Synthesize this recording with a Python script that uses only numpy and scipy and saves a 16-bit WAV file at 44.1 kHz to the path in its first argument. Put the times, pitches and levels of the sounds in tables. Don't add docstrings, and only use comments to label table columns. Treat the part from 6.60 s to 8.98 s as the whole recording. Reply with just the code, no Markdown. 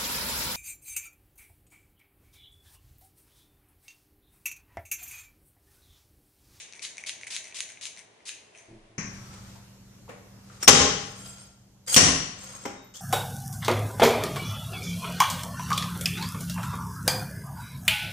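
import sys
import numpy as np
from scipy import signal
from scipy.fft import rfft, irfft, next_fast_len
from scipy.io import wavfile
from scipy.ndimage import uniform_filter1d

SR = 44100
rng = np.random.default_rng(int(sys.argv[2]) if len(sys.argv) > 2 else 0)


def boost(x):
    u = np.asarray(x, float) / 20
    return 10 ** u


def digitize_waveform(pressure):
    field = np.atleast_2d(pressure).T
    bounded = np.clip(field, -1, 1)
    quanta = np.round(bounded * 32767).astype(np.int16)
    wavfile.write(sys.argv[1], SR, quanta)


N = 104958
PRE = 4410
LEFT_RIGHT = np.array([[1], [-1]])


def colour(x, points):
    p, n = np.array(points, float), next_fast_len(x.shape[-1])
    f_hz = np.arange(n // 2 + 1) * SR / n + 1
    gain_db = np.interp(np.log(f_hz), np.log(p[:, 0]), p[:, 1], left=p[0, 1] - 15)
    y = irfft(rfft(x, n) * boost(gain_db), n)[..., :x.shape[-1]]
    return y / np.sqrt(np.mean(y ** 2))


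def high(x, hz, order=2):
    return signal.sosfilt(signal.butter(order, hz, "high", fs=SR, output="sos"), x)


def walk(rate_hz, n):
    k = int(SR / rate_hz)
    held = np.repeat(rng.standard_normal(n // k + 1), k)
    w = uniform_filter1d(uniform_filter1d(held, k), k)[:n]
    return w / w.std()


def ring(modes, t, phases):
    s = np.maximum(t, 0)
    total = 0
    for (hz, db, t60_s), phase in zip(modes, phases):
        total = total + boost(db - 60 * s / t60_s) * np.sin(2 * np.pi * hz * s + phase)
    return total * (t > 0)


PRESS_STARTS = [
    -.06,
    .2195,
    .462,
    .7038,
    .944,
    1.2112,
    1.6538,
]
# length_s, start_db, stop_db, fine_mist_db
PRESSES = [
    (0.03, -28.5, -54, 0.5),
    (0.031, -43, -35, 0.5),
    (0.034, -37.5, -35.5, -0.5),
    (0.067, -39, -36.5, -0.5),
    (0.068, -42, -38.5, 1),
    (0.054, -41, -39, -0.5),
    (0.035, -47, -40, 1),
]
# freq_hz, level_db
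MIST_SPECTRUM = [(900, -19.5), (1600, -18), (2200, -6), (4000, -5.5), (5200, -7), (6300, -7), (8000, -10),
                 (10300, -13)]
MIST_ATTACK_S, MIST_RELEASE_T60_S = 0.00021, 0.12
DROPS_DB, SPUTTER_DB, FINE_HZ = 2.0, 1.5, 3500


def mist(t):
    n, press, fine = len(t), 0, 0
    for start_s, (length_s, start_db, stop_db, fine_db) in zip(PRESS_STARTS, PRESSES):
        end_s = start_s + length_s
        level_db = np.interp(t, [start_s, end_s], [start_db, stop_db])
        level_db = level_db - 60 * np.maximum(t - end_s, 0) / MIST_RELEASE_T60_S
        flow = boost(level_db) * np.clip((t - start_s) / MIST_ATTACK_S, 0, 1)
        press = press + flow
        fine = fine + flow * (boost(fine_db) - 1)
    droplets_db = DROPS_DB * rng.exponential(size=n) + SPUTTER_DB * walk(150, n)
    hiss = colour(rng.standard_normal((2, n)) * boost(droplets_db), MIST_SPECTRUM)
    return press * hiss + fine * high(hiss, FINE_HZ, order=1)


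# time_s, peak_db, bright_db_per_octave
STOPS = [
    (-.012, -15, 2),
    (0.2507, -14.5, -1.5),
    (0.4945, -11, 2),
    (0.7647, -9, 3),
    (1.0053, -7, 5.5),
    (1.2548, -13.5, 6),
    (1.6924, -15, 0.5),
]
# freq_hz, level_db, t60_s
CLACK_MODES = [(2930, -0.5, 0.0027), (3910, -0.5, 0.0037), (4930, -12, 0.0016), (6800, -2, 0.0023),
               (7700, -14, 0.0015), (9140, -10, 0.0025)]
CLACK_SCATTER, TICK_SCATTER = 0.025, 0.025
SMALL_HZ = 1957


def plunger_clacks(t):
    out = np.zeros(len(t))
    for (time_s, peak_db, bright), c in zip(STOPS, rng.standard_normal((len(STOPS), 12))):
        first = int(time_s * SR) + PRE
        k = slice(first, first + 2000)
        modes = [(hz * (1 + CLACK_SCATTER * j), db + bright * np.log2(hz / 4000), t60_s)
                 for (hz, db, t60_s), j in zip(CLACK_MODES, c)]
        x = ring(modes, t[k] - time_s, 0.25 * c[6:])
        out[k] -= boost(peak_db) * x / np.abs(x).max()
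    return high(out, SMALL_HZ, order=4)


# freq_hz, level_db
ROOM_COLOUR = [(1500, -0.5), (2300, -2.5), (3300, -5), (5500, -2), (6400, 5), (7400, -3.5), (8800, 0.5),
               (10500, -3)]
ROOM_DB, ROOM_LAG_S, ROOM_T60_LOW_S, ROOM_T60_HIGH_S = -1.5, 0.003, 0.42, 0.38
SAME_LOW, SAME_HIGH = 0.56, 0.037
LATE_DB, LATE_T60_S, LATE_TOP_HZ = -13.5, 1.31, 3130


def room(x):
    u = np.arange(SR) / SR
    noise = rng.standard_normal((3, len(u)))

    def mix(same):
        return np.sqrt(1 - same) * noise[:2] + np.sqrt(same) * noise[2]

    wash = mix(SAME_LOW) + high(mix(SAME_HIGH) - mix(SAME_LOW), 2500)
    top = high(wash, 2760)
    early = (wash - top) * boost(-2.0 - 60 * u / ROOM_T60_LOW_S) + top * boost(-60 * u / ROOM_T60_HIGH_S)
    dull = wash - high(wash, LATE_TOP_HZ, order=1)
    late = dull * boost(LATE_DB - 60 * u / LATE_T60_S)
    response = colour((early + late) * (u > ROOM_LAG_S), ROOM_COLOUR) / np.sqrt(len(u))
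    return signal.fftconvolve(x[None], response, axes=1)[:, :len(x)] * boost(ROOM_DB)


# freq_hz, level_db
HUSH_SPECTRUM = [(25, -23), (60, -8.5), (200, -6.5), (700, -6), (1000, -7), (1300, -13), (2000, -10.5),
                 (10500, -26.5)]
# freq_hz, width_hz, level_db
HOLLOWS = [(428, 225, -12.5), (643, 112, -10)]
# time_s, level_db
HUSH_LEVEL = [(0, 1), (.8, 2.5), (1.5, 0), (2.0, 1.5), (2.38, -2)]
HUSH_DB = -63


def hush(t):
    n = len(t)
    pair = colour(rng.standard_normal((2, n)), HUSH_SPECTRUM)
    for hz, width_hz, db in HOLLOWS:
        peak = [(hz - width_hz, -20), (hz, 0), (hz + width_hz, -20), (2 * hz, -60)]
        tone = colour(rng.standard_normal((2, n)), peak)
        pair = pair + boost(db + 3.5 * walk(8.18, n)) * tone
    side = high(pair[1], 380, order=2) * boost(-5.0) + boost(-7) * pair[1]
    level_db = HUSH_DB + np.interp(t, *np.array(HUSH_LEVEL).T) + 0.5 * walk(5.81, n)
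    return boost(level_db + 0.3 * LEFT_RIGHT) * (pair[0] + side * LEFT_RIGHT)


FAN_HZ, FAN_DB = 111.3, -75


def fan(t):
    n = len(t)
    pitch_hz = FAN_HZ * (1 + 0.0304 * walk(23.0, n))
    return boost(FAN_DB + 1.2 * walk(9.6, n)) * np.sin(2 * np.pi * np.cumsum(pitch_hz) / SR)


# start_s, length_s, level_db
SUCKS = [
    (0.117, 0.11, -56.5),
    (0.367, 0.038, -51),
    (0.606, 0.019, -50.5),
    (0.666, 0.0087, -43.5),
    (0.834, 0.048, -51.5),
    (1.084, 0.022, -50.5),
    (1.361, 0.053, -54),
    (1.93, 0.077, -61),
]
# freq_hz, level_db
SUCK_SPECTRUM = [(1300, -16), (2200, 1.5), (2900, -8.5), (5000, -13), (6300, -7), (7500, -11), (8900, -7),
                 (10500, -16.5)]
SUCK_RISE, SUCK_T60_S, GURGLE_DB = 0.33, 0.15, 3


def suck(t):
    n, flow = len(t), 0
    for start_s, length_s, db in SUCKS:
        fade_db = 60 * np.maximum(t - start_s - length_s, 0) / SUCK_T60_S
        flow = flow + boost(db - fade_db) * np.clip((t - start_s) / (SUCK_RISE * length_s), 0, 1)
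    gurgle = rng.standard_normal((2, n)) * boost(GURGLE_DB * walk(200, n))
    return flow * colour(gurgle, SUCK_SPECTRUM)


# time_s, peak_db, cap_hz, cap_rel_db, bright_db_per_octave
TICKS = [(0.125, -27, 2470, -33, -11), (0.135, -28.5, 2450, -7.5, -8), (0.1529, -34, 2310, -8, 1),
         (0.194, -29, 2320, -3.5, -8), (0.37, -26, 2180, -16, -6.5), (0.3813, -22.5, 2250, -2, 1),
         (0.397, -42.5, 2360, 7, 3), (.438, -28, 2120, 4.5, -1), (0.6126, -30, 1840, -6.5, -7),
         (0.6226, -44, 2300, -20, 1), (.6265, -36.5, 2300, -13, 3), (0.6335, -39, 2110, 14.5, -13),
         (0.6423, -36, 2210, -8, 20), (0.67, -30, 2070, 5.5, -3), (.676, -45, 2120, 9, 1),
         (.747, -22.5, 3370, -8, -1), (0.8427, -28.5, 2140, -8, 3), (.8545, -31, 2250, -5.5, 4),
         (0.8713, -32, 2350, -5, 13), (.9125, -38.5, 2200, 3, -4), (0.9245, -41, 2350, 8, -3),
         (1.0908, -29.5, 1990, -9.5, 0), (1.1025, -36, 2300, -1, 9), (1.1197, -34.5, 2540, -5, 8),
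         (1.173, -42.5, 2200, 7.5, 8), (1.3643, -31.5, 2010, -16, -9), (1.374, -32, 2070, -2, -4),
         (1.382, -38, 2070, -5, -16), (1.392, -29.5, 2620, -12.5, 12), (1.605, -51.5, 2030, 6, -8),
         (1.95, -46.5, 2430, 8.5, 1), (1.9565, -44, 2270, -1, 0), (1.9754, -35, 2700, -7.5, 6),
         (1.986, -40, 2540, -8, -1), (1.989, -43, 2470, -8, 8)]
# freq_hz, level_db, t60_s
TICK_MODES = [(2800, -11, 0.0011), (4040, -2, 0.0024), (6020, 1.5, 0.0062), (7200, -16, 0.0012),
              (8800, -6.5, 0.0027)]
CAP_DB, CAP_T60_S, CAP_AGAIN_S, CAP_AGAIN_DB = -4, 0.011, 0.011, -11
CAP_PAIR, CAP_PAIR_DB = 1.1, -3


def cap_ring(u, hz, db, phase):
    modes = [(hz, db + CAP_DB, CAP_T60_S), (hz * CAP_PAIR, db + CAP_DB + CAP_PAIR_DB, CAP_T60_S)]
    return ring(modes, u, [0, phase]) * np.clip(u / 0.000095, 0, 1)


def spring_ticks(t):
    out = np.zeros(len(t))
    for (time_s, peak_db, cap_hz, cap_db, bright), c in zip(TICKS, rng.standard_normal((len(TICKS), 10))):
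        first = int(time_s * SR) + PRE
        k = slice(first, first + 4000)
        u = t[k] - time_s
        modes = [(hz * (1 + TICK_SCATTER * j), db + e + bright * np.log2(hz / 5000), t60_s)
                 for (hz, db, t60_s), j, e in zip(TICK_MODES, c, c[3:])]
        snap = ring(modes, u, 0.5 * c[:5])
        again_s = CAP_AGAIN_S * (1 + 0.1953 * c[7])
        cap = cap_ring(u, cap_hz, cap_db, c[5])
        cap_again = boost(CAP_AGAIN_DB + 2 * c[6]) * cap_ring(u - again_s, cap_hz, cap_db, c[5])
        out[k] += boost(peak_db) * (snap / np.abs(snap).max() + cap + cap_again)
    return high(out, SMALL_HZ, order=4)


# time_s, level_db
BUMPS = [
    (2.085, -52.5),
    (2.112, -51.5),
    (2.145, -56),
    (2.185, -60.5),
    (2.235, -60),
    (2.297, -60),
    (2.351, -64),
]
# freq_hz, level_db, t60_s
DESK_MODES = [(51, -12.5, 0.43), (115, 2, 0.29), (159, 3.5, 0.064), (213.4, -2.5, 0.48), (260, 0, 0.087),
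              (328, 2, 0.21), (366, -5, 0.21), (500, -19, 0.14), (657, -12, 0.25)]
# freq_hz, level_db
SCUFF_SPECTRUM = [(150, 4), (350, 10.5), (700, 7), (1100, -22)]
BUMP_PUSH_S, SCUFF_DB, SCUFF_T60_S = 0.0028, -6.5, 0.3


def desk(t):
    out, k = np.zeros((2, len(t))), t > BUMPS[0][0]
    rough = rng.standard_normal(len(t)) + 0.61 * rng.standard_normal((2, len(t)))
    scuff = colour(rough, SCUFF_SPECTRUM)[:, k]
    for (time_s, level_db), c in zip(BUMPS, rng.standard_normal((len(BUMPS), len(DESK_MODES)))):
        u = t[k] - time_s
        modes = [(hz, db + 2 * e, t60_s) for (hz, db, t60_s), e in zip(DESK_MODES, c)]
        rub = scuff * boost(SCUFF_DB - 60 * np.maximum(u, 0) / SCUFF_T60_S)
        out[:, k] += boost(level_db) * (ring(modes, u, 0 * c) + rub) * np.clip(u / BUMP_PUSH_S, 0, 1)
    return out


SWAY_HZ, SWAY_DB, SWAY_RISE_S, SWAY_END_S = 23.4, -57, 0.085, 2.25


def sway(t):
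    grow = np.clip((t - BUMPS[0][0]) / SWAY_RISE_S, 0, 1) ** 0.88
    level_db = SWAY_DB - 160 * np.maximum(t - SWAY_END_S, 0)
    return boost(level_db) * grow * np.sin(2 * np.pi * SWAY_HZ * t)


# time_s, left_minus_right_db, to_walls_db
BOTTLE_PLACE = [(0, 5.5, 0.5), (.4, 2.5, -2.5), (.68, 1, -2.5), (1.0, 2.5, -2.5), (1.25, 4.5, -1),
                (1.4, 4.5, -8.5), (1.7, 2, 1), (1.881, 2.5, -2), (1.95, 3, 2)]
WIDE_DB, WIDE_HZ, TICK_WET_DB, WET_TILT_DB = -2.5, 3800, -5, 0.8


def scene():
    t = (np.arange(N + PRE) - PRE) / SR
    mid, side = mist(t) + suck(t)
    side = boost(WIDE_DB) * high(side, WIDE_HZ, order=3)
    clacks, ticks = plunger_clacks(t), spring_ticks(t)
    bottle = mid + clacks + ticks
    time_s, pan_db, wet_db = np.array(BOTTLE_PLACE).T
    pan = np.interp(t, time_s, pan_db)
    near = np.array([(bottle + side) * boost(pan / 2), (bottle - side) * boost(-pan / 2)])
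    sent = (mid + clacks + boost(TICK_WET_DB) * ticks) * boost(np.interp(t, time_s, wet_db))
    place = np.searchsorted(PRESS_STARTS[1:], t)
    wet = sum(room(sent * (place == k)) for k in range(len(PRESS_STARTS)))
    wet = wet * boost(WET_TILT_DB * LEFT_RIGHT)
    return (near + wet + hush(t) + fan(t) + desk(t) + sway(t))[:, PRE:]


def top_cut(x):
    return signal.sosfilt(signal.butter(12, 12260, fs=SR, output="sos"), x)


def record(dry):
    mix = signal.sosfilt(signal.ellip(10, 0.2, 82, 10900, fs=SR, output="sos"), dry)
    return top_cut(mix)


dry = scene()
out = record(dry)
digitize_waveform(out)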